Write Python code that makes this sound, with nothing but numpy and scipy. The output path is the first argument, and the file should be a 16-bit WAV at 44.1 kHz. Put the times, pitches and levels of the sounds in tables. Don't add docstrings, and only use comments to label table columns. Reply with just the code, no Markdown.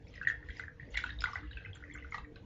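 import sys
import numpy as np
from scipy import signal
from scipy.fft import rfft, irfft, next_fast_len
from scipy.io import wavfile
from scipy.ndimage import uniform_filter1d

SR = 44100
rng = np.random.default_rng(int(sys.argv[2]) if len(sys.argv) > 2 else 0)


def generate_wav(sig):
    pcm = np.round(np.clip(np.atleast_2d(sig).T, -1, 1) * 32767).astype(np.int16)
    wavfile.write(sys.argv[1], SR, pcm)


N = 108045

# f/Hz, relative density/dB
AIR_SPECTRUM = [(65, -11.5), (110, -1.5), (292, -3.5), (401, -9.5), (462, -7.5), (562, -12), (1270, -20.5),
                (1980, -17.5), (2440, -31), (6830, -39), (7600, -50), (9880, -69.5), (16700, -120)]
AIR_DB = -63


def amp(db):
    return 10 ** (np.asarray(db) / 20)


def unit(x):
    return x / np.sqrt(np.mean(x ** 2) + 1e-20)


def along(points, hz):
    f, values = np.transpose(points)
    return np.interp(np.log(hz + 1), np.log(f + 1), values)


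def curves(rows):
    times, *columns = np.transpose(rows)
    return [np.interp(np.arange(N) / SR, times, column) for column in columns]


def filtered(x, response):
    size = next_fast_len(N + 8192)
    return irfft(rfft(x, size) * response(np.fft.rfftfreq(size, 1 / SR)), size)[..., :N]


def noise(spectrum):
    closed = [(spectrum[0][0] * .5, -120), *spectrum, (spectrum[-1][0] * 2, -120)]
    return unit(filtered(rng.standard_normal(N), lambda hz: amp(along(closed, hz))))


def narrow(centre_hz, width_hz):
    return unit(filtered(rng.standard_normal(N), lambda f: 1 / (1 + (2 * (f - centre_hz) / width_hz) ** 2)))


def lay(onsets, shapes):
    at = np.round(onsets * SR).astype(int)[:, None] + np.arange(shapes.shape[1])
    return np.bincount(at.ravel(), shapes.ravel(), N + SR)[:N]


def appliance_hum():
    # f/Hz, rms level/dB, bandwidth/Hz
    tones = [(457.5, -69, 9.9), (495.8, -73, 9)]
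    return sum(amp(db) * narrow(hz, width_hz) for hz, db, width_hz in tones)


def wavering_tone():
    # t/s, level/dB
    envelope = [(0.0, -79.5), (0.49, -62.5), (0.5, -70.5), (1.23, -65.5), (1.28, -79), (1.46, -56),
                (1.49, -64.5), (1.64, -74.5), (1.92, -59), (2.19, -75), (2.29, -57), (2.45, -82)]
    return amp(curves(envelope)[0]) * narrow(centre_hz=297, width_hz=16)


def rumble():
    # centre t/s, peak level/dB, f/Hz, half-width/s
    bursts = [(.05, -57, 58.4, 0.017), (.2, -58, 59.6, 0.016), (0.279, -48.5, 130, 0.022),
              (.39, -45.5, 56.5, 0.05), (0.501, -36, 58, 0.014), (0.662, -50, 77, 0.02),
              (0.831, -46.5, 132, 0.012), (0.822, -53.5, 60, .03), (0.959, -40, 50.6, 0.035),
              (1.081, -45.5, 58, 0.091), (1.201, -38, 54.2, 0.041), (1.26, -47.5, 94, 0.04),
              (1.381, -40, 78, 0.01), (1.478, -39.5, 59.8, 0.036), (1.569, -37.5, 58.2, 0.016),
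              (1.699, -43.5, 95.7, 0.039), (1.829, -43, 67, 0.015), (1.971, -49.5, 53.3, 0.024),
              (2.06, -45.5, 69, 0.032), (2.238, -41.5, 58, 0.019), (2.369, -48, 61, 0.01)]
    # f/Hz, relative density/dB
    spectrum = [(20, -5), (35, -7), (55, -1), (100, -1.5), (140, -7.5), (200, -16.5), (260, -41.5)]
    centre, db, hz, half_width = np.transpose(bursts)[:, :, None]
    t = np.arange(N) / SR - centre
    phase = 2 * np.pi * (hz * t + rng.random(centre.shape))
    swells = amp(db) * np.exp(-(t / half_width) ** 2) * np.sin(phase)
    return swells.sum(0) + amp(-54.5) * noise(spectrum)


def background_noise(flicker_db=4.5):
    cells = signal.stft(noise(AIR_SPECTRUM), nperseg=512)[2]
    flicker = uniform_filter1d(rng.standard_normal(cells.shape), 3, axis=0)
    flicker = uniform_filter1d(flicker, 10, axis=1)
    return amp(AIR_DB) * signal.istft(cells * amp(flicker_db * unit(flicker)), nperseg=512)[1][:N]


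def ring(onsets, db, hz, t60, size):
    rise_per_t60, attack_s = 0.02, 0.0015
    t = np.arange(size) / SR
    hz, t60 = hz[:, None], np.clip(t60, .003, .036)[:, None]
    phase = 2 * np.pi * hz * (t + rise_per_t60 * t * t / (2 * t60))
    decay = amp(db[:, None] - 60 * t / t60)
    attack = 1 - np.exp(-(t / attack_s) ** 2)
    return lay(onsets, decay * attack * np.sin(phase))


def swarm(per_s, centre_hz, spread, t60_cycles, scatter_db):
    gap, radius, angle, strength = rng.random((3500, 4)).T
    onsets = np.cumsum(-np.log(1 - gap)) / per_s
    gaussian = np.sqrt(-2 * np.log(1 - radius)) * np.cos(2 * np.pi * angle)
    hz = centre_hz * np.exp(spread * gaussian)
    db = -scatter_db * np.log(1 - strength)
    heard = onsets < N / SR
    return unit(ring(onsets[heard], db[heard], hz[heard], t60_cycles / hz[heard], size=800))


def trickle():
    # t/s, then relative level/dB of fizz, fine spray and small bubbles
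    envelopes = [(0.0, -80, -75, -90), (0.17, -55.5, -67, -70), (0.2, -63.5, -72.5, -76),
                 (0.23, -60, -61.5, -67.5), (0.26, -85, -75, -63.5), (0.29, -49, -57, -65),
                 (0.33, -80, -65, -79.5), (0.4, -71, -83, -61), (0.6, -56, -55.5, -41.5),
                 (0.71, -87, -84.5, -84), (0.82, -64.5, -88.5, -55), (0.9, -71, -68, -59),
                 (0.95, -41.5, -56, -37), (0.96, -55.5, -97, -64.5), (0.97, -40, -40, -59),
                 (1.02, -52, -56, -63.5), (1.11, -53, -63, -56.5), (1.17, -92, -72, -63),
                 (1.19, -74, -67, -67), (1.21, -52, -57, -57), (1.24, -62, -69, -53), (1.27, -57, -58, -67),
                 (1.36, -53.5, -55, -46), (1.46, -64, -83.5, -68), (1.58, -57, -90, -52),
                 (1.73, -70, -83, -53), (1.75, -56, -77, -58), (1.86, -76, -73, -57),
                 (1.93, -68, -68, -45.5), (1.94, -79, -72, -38), (2.0, -66.5, -73, -55.5),
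                 (2.1, -69, -70.5, -50.5), (2.15, -53, -51, -40.5), (2.27, -93, -92, -86),
                 (2.37, -60.5, -81, -75), (2.45, -74.5, -94, -77)]
    fizz_db, spray_db, small_db = curves(envelopes)
    small = swarm(per_s=400, centre_hz=1942, spread=.057, t60_cycles=30, scatter_db=6)
    fizz = swarm(per_s=1300, centre_hz=3300, spread=.2, t60_cycles=40, scatter_db=2)
    spray = swarm(per_s=1300, centre_hz=5700, spread=.17, t60_cycles=65, scatter_db=2)
    return amp(small_db - 11.5) * small + amp(fizz_db - 8.5) * fizz + amp(spray_db - 12.5) * spray


def plops():
    # t/s, relative level/dB, f/Hz, t60/s (ring caps it at 0.036 s)
    bubbles = [(0.0682, -59.5, 2210, 0.052), (0.1386, -51, 2010, 0.029), (0.157, -45, 1930, 0.023),
               (0.1775, -40, 1904, 0.019), (0.2134, -28.5, 1606, 0.018), (0.2284, -41, 1510, 0.035),
               (0.2493, -33, 1870, 0.021), (0.2713, -14.5, 1841, 0.021), (0.3174, -48.5, 2020, 0.02),
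               (0.3274, -56, 1786, 0.019), (0.4264, -46, 1824, 0.033), (0.4868, -38, 1865, 0.021),
               (0.5028, -40, 2006, 0.021), (0.5686, -45, 1920, 0.027), (0.5955, -35.5, 2010, 0.03),
               (0.6365, -37, 1767, 0.022), (0.6804, -33, 1677, 0.015), (0.7971, -40, 1850, 0.024),
               (0.8295, -44.5, 1856, 0.025), (0.9433, -41, 2090, 0.028), (0.9547, -31, 2015, 0.028),
               (0.9722, -18.5, 1930, 0.014), (0.9884, -30.5, 1544, 0.018), (1.039, -26, 1460, 0.028),
               (1.0714, -43, 1627, 0.028), (1.0919, -35, 1814, 0.021), (1.1034, -43.5, 1665, 0.042),
               (1.2201, -36, 1410, 0.016), (1.2396, -18.5, 1437, 0.019), (1.2564, -27.5, 2010, 0.024),
               (1.2724, -47, 1260, 0.028), (1.2864, -41.5, 1160, 0.046), (1.3324, -36.5, 1170, 0.06),
               (1.3558, -32, 1977, 0.029), (1.4296, -50, 1265, 0.047), (1.5105, -46.5, 1640, 0.077),
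               (1.5703, -42, 1582, 0.043), (1.6202, -51, 1595, 0.035), (1.6482, -40.5, 2037, 0.032),
               (1.6591, -52.5, 1584, 0.026), (1.7549, -51, 1540, 0.041), (1.8043, -53.5, 1486, 0.028),
               (1.8243, -49, 1453, 0.039), (1.8487, -49, 1886, 0.03), (1.8771, -51.5, 1770, 0.022),
               (1.9106, -43.5, 2090, 0.028), (1.9515, -44, 1530, 0.034), (1.9744, -45.5, 2140, 0.033),
               (2.0233, -46, 2010, 0.04), (2.0454, -44, 1450, 0.034), (2.1221, -33, 2100, 0.023),
               (2.1435, -34.5, 1206, 0.039), (2.1809, -41, 1194, 0.041), (2.2458, -44.5, 1894, 0.02),
               (2.359, -54.5, 1528, 0.069), (.2845, -27.5, 1707, 0.018), (.2995, -20.5, 1781, 0.018),
               (0.1396, -56, 2675, 0.06), (0.2294, -50, 2660, 0.046), (0.2857, -47.5, 3290, 0.034),
               (0.4713, -64.5, 2740, 0.018), (0.5038, -54, 3226, 0.042), (0.5676, -60, 2640, 0.02),
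               (0.595, -78, 3880, 0.02), (0.9428, -43, 2840, 0.035), (0.9717, -40, 3423, 0.049),
               (1.038, -42, 2780, 0.02), (1.062, -43, 2650, 0.025), (1.1034, -37.5, 3740, 0.015),
               (1.1877, -37.5, 3730, 0.014), (1.2067, -25, 5040, 0.0079), (1.2194, -49.5, 5420, 0.017),
               (1.2391, -36, 2650, 0.0086), (1.3324, -40, 5200, 0.01), (1.5115, -47, 3820, 0.02),
               (1.5304, -43, 2930, 0.014), (1.5708, -40.5, 2617, 0.026), (1.6584, -43, 2560, 0.025),
               (1.731, -39, 3260, 0.012), (1.9225, -56.5, 3340, 0.06), (1.9834, -53.5, 2687, 0.043),
               (2.1435, -53.5, 4180, 0.041), (2.1804, -51, 3900, 0.02), (2.3575, -49.5, 4030, 0.015),
               (0.2838, -45.5, 6550, 0.017), (0.9048, -64.5, 6730, 0.06), (0.9717, -78, 7240, 0.02),
               (1.7499, -58, 7170, 0.04), (1.9374, -56, 7300, 0.06), (2.1086, -54.5, 6900, 0.012),
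               (0.5955, -30, 1493, 0.017), (0.9433, -49.5, 1440, 0.032), (1.3553, -29.5, 1507, 0.017),
               (1.6596, -51, 1550, 0.046), (1.9744, -46, 1490, 0.023), (2.1214, -46.5, 1280, 0.055),
               (0.597, -58, 897, 0.055), (0.945, -54, 894, 0.12), (0.971, -53, 885, 0.087),
               (1.04, -50, 935, 0.084), (1.241, -35.5, 972, 0.013), (1.272, -44.5, 884, 0.06),
               (1.299, -51, 943, 0.064), (1.355, -46.5, 775, 0.049), (1.389, -46, 890, 0.017),
               (2.144, -41.5, 899, 0.065), (2.18, -44, 840, 0.022), (0.0797, -63, 5300, 0.03),
               (0.154, -55, 5090, 0.023), (0.5666, -55.5, 5020, 0.042), (1.2394, -46.5, 4780, 0.023),
               (0.9722, -26.5, 2199, 0.026), (1.4094, -56, 1990, 0.038), (2.1434, -35, 1914, 0.086),
               (2.3574, -58, 2604, 0.08)]
    count, mean_lag_s, pitch_spread, t60_ratio = 8, .022, .14, .7
    middling_db, growth, fade_db_per_s = -40, .7, 195.5
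    onsets, db, hz, t60 = np.transpose(bubbles)
    scatter = rng.standard_normal((len(onsets), count, 4))
    lag = mean_lag_s * (scatter[..., 0] ** 2 + scatter[..., 1] ** 2) / 2
    brood_onsets = onsets[:, None] + lag
    brood_db = -53 + growth * (db[:, None] - middling_db) + 3 * scatter[..., 2] - fade_db_per_s * lag
    brood_hz = hz[:, None] * np.exp(pitch_spread * scatter[..., 3])
    brood_t60 = np.repeat(t60_ratio * t60, count)
    brood = ring(brood_onsets.ravel(), brood_db.ravel(), brood_hz.ravel(), brood_t60, size=1300)
    return 2 * (ring(onsets, db, hz, t60, size=2600) + brood)


def slaps(t60=0.034):
    # t/s, relative level/dB
    impacts = [(0.0698, -49), (0.1406, -42.5), (0.2274, -47), (0.2738, -27.5), (0.4878, -42.5),
               (0.5021, -43.5), (0.568, -46), (0.595, -36), (0.7981, -69), (0.8314, -64.5), (0.9416, -36),
               (0.9731, -19.5), (1.038, -27.5), (1.061, -35), (1.206, -31), (1.2199, -26), (1.2396, -21),
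               (1.3344, -61.5), (1.3547, -49), (1.5095, -51), (1.5702, -49.5), (2.1214, -49), (2.1433, -37),
               (2.1804, -35.5), (2.359, -67)]
    # f/Hz, gain/dB
    spectrum = [(500, -5.5), (800, 2), (1300, -16), (2000, 8.5), (4000, 10.5), (5800, -24.5), (7000, 0)]
    onsets, db = np.transpose(impacts)
    t = np.arange(2000) / SR
    envelopes = amp(db[:, None] - 15.5 - 60 * t / t60)
    bursts = lay(onsets, envelopes * rng.standard_normal(envelopes.shape))
    return filtered(bursts, lambda hz: amp(along(spectrum, hz)))


def room(x, segments=24, delay_s=.006):
    # f/Hz, t60/s
    decay_times = [(500, 0.12), (2000, 0.25), (4000, 0.23), (7000, 0.067)]
    hz, t, cells = signal.stft(rng.standard_normal((segments, SR // 2)), SR, nperseg=256)
    decay = amp(-60 * t / along(decay_times, hz)[:, None])
    tails = signal.istft(cells * decay, SR, nperseg=256)[1]
    reverb, step = np.zeros(N + 2 * SR), N // segments + 1
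    for k, tail in enumerate(tails):
        answer = signal.fftconvolve(x[k * step:(k + 1) * step], tail / np.linalg.norm(tail))
        start = k * step + round(delay_s * SR)
        reverb[start:start + len(answer)] += answer
    return reverb[:N]


def scene():
    # f/Hz, gain/dB
    side_gain = [(60, -45.5), (100, -39), (180, -30), (300, -30), (520, -28), (880, -24.5), (1520, -36.5),
                 (2600, -30), (4450, -22.5), (7620, -10)]
    water = plops() + slaps() + trickle()
    mid = water + amp(-10) * room(water) + appliance_hum() + wavering_tone() + rumble() + background_noise()
    diffuse = room(water) + amp(AIR_DB) * noise(AIR_SPECTRUM)
    side = filtered(diffuse, lambda hz: amp(along(side_gain, hz)))
    return np.array([mid + side, mid - side])


def record(dry):
    edge_hz, leak_db, hiss_db, cutoff_hz = 7420, -41.5, -93, 15500
    passed = filtered(dry, lambda hz: np.maximum(1 / (1 + (hz / edge_hz) ** 100), amp(leak_db)))
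    hiss = amp(hiss_db) * rng.standard_normal(dry.shape)
    return filtered(passed + hiss, lambda hz: hz < cutoff_hz)


dry = scene()
out = record(dry)
generate_wav(out)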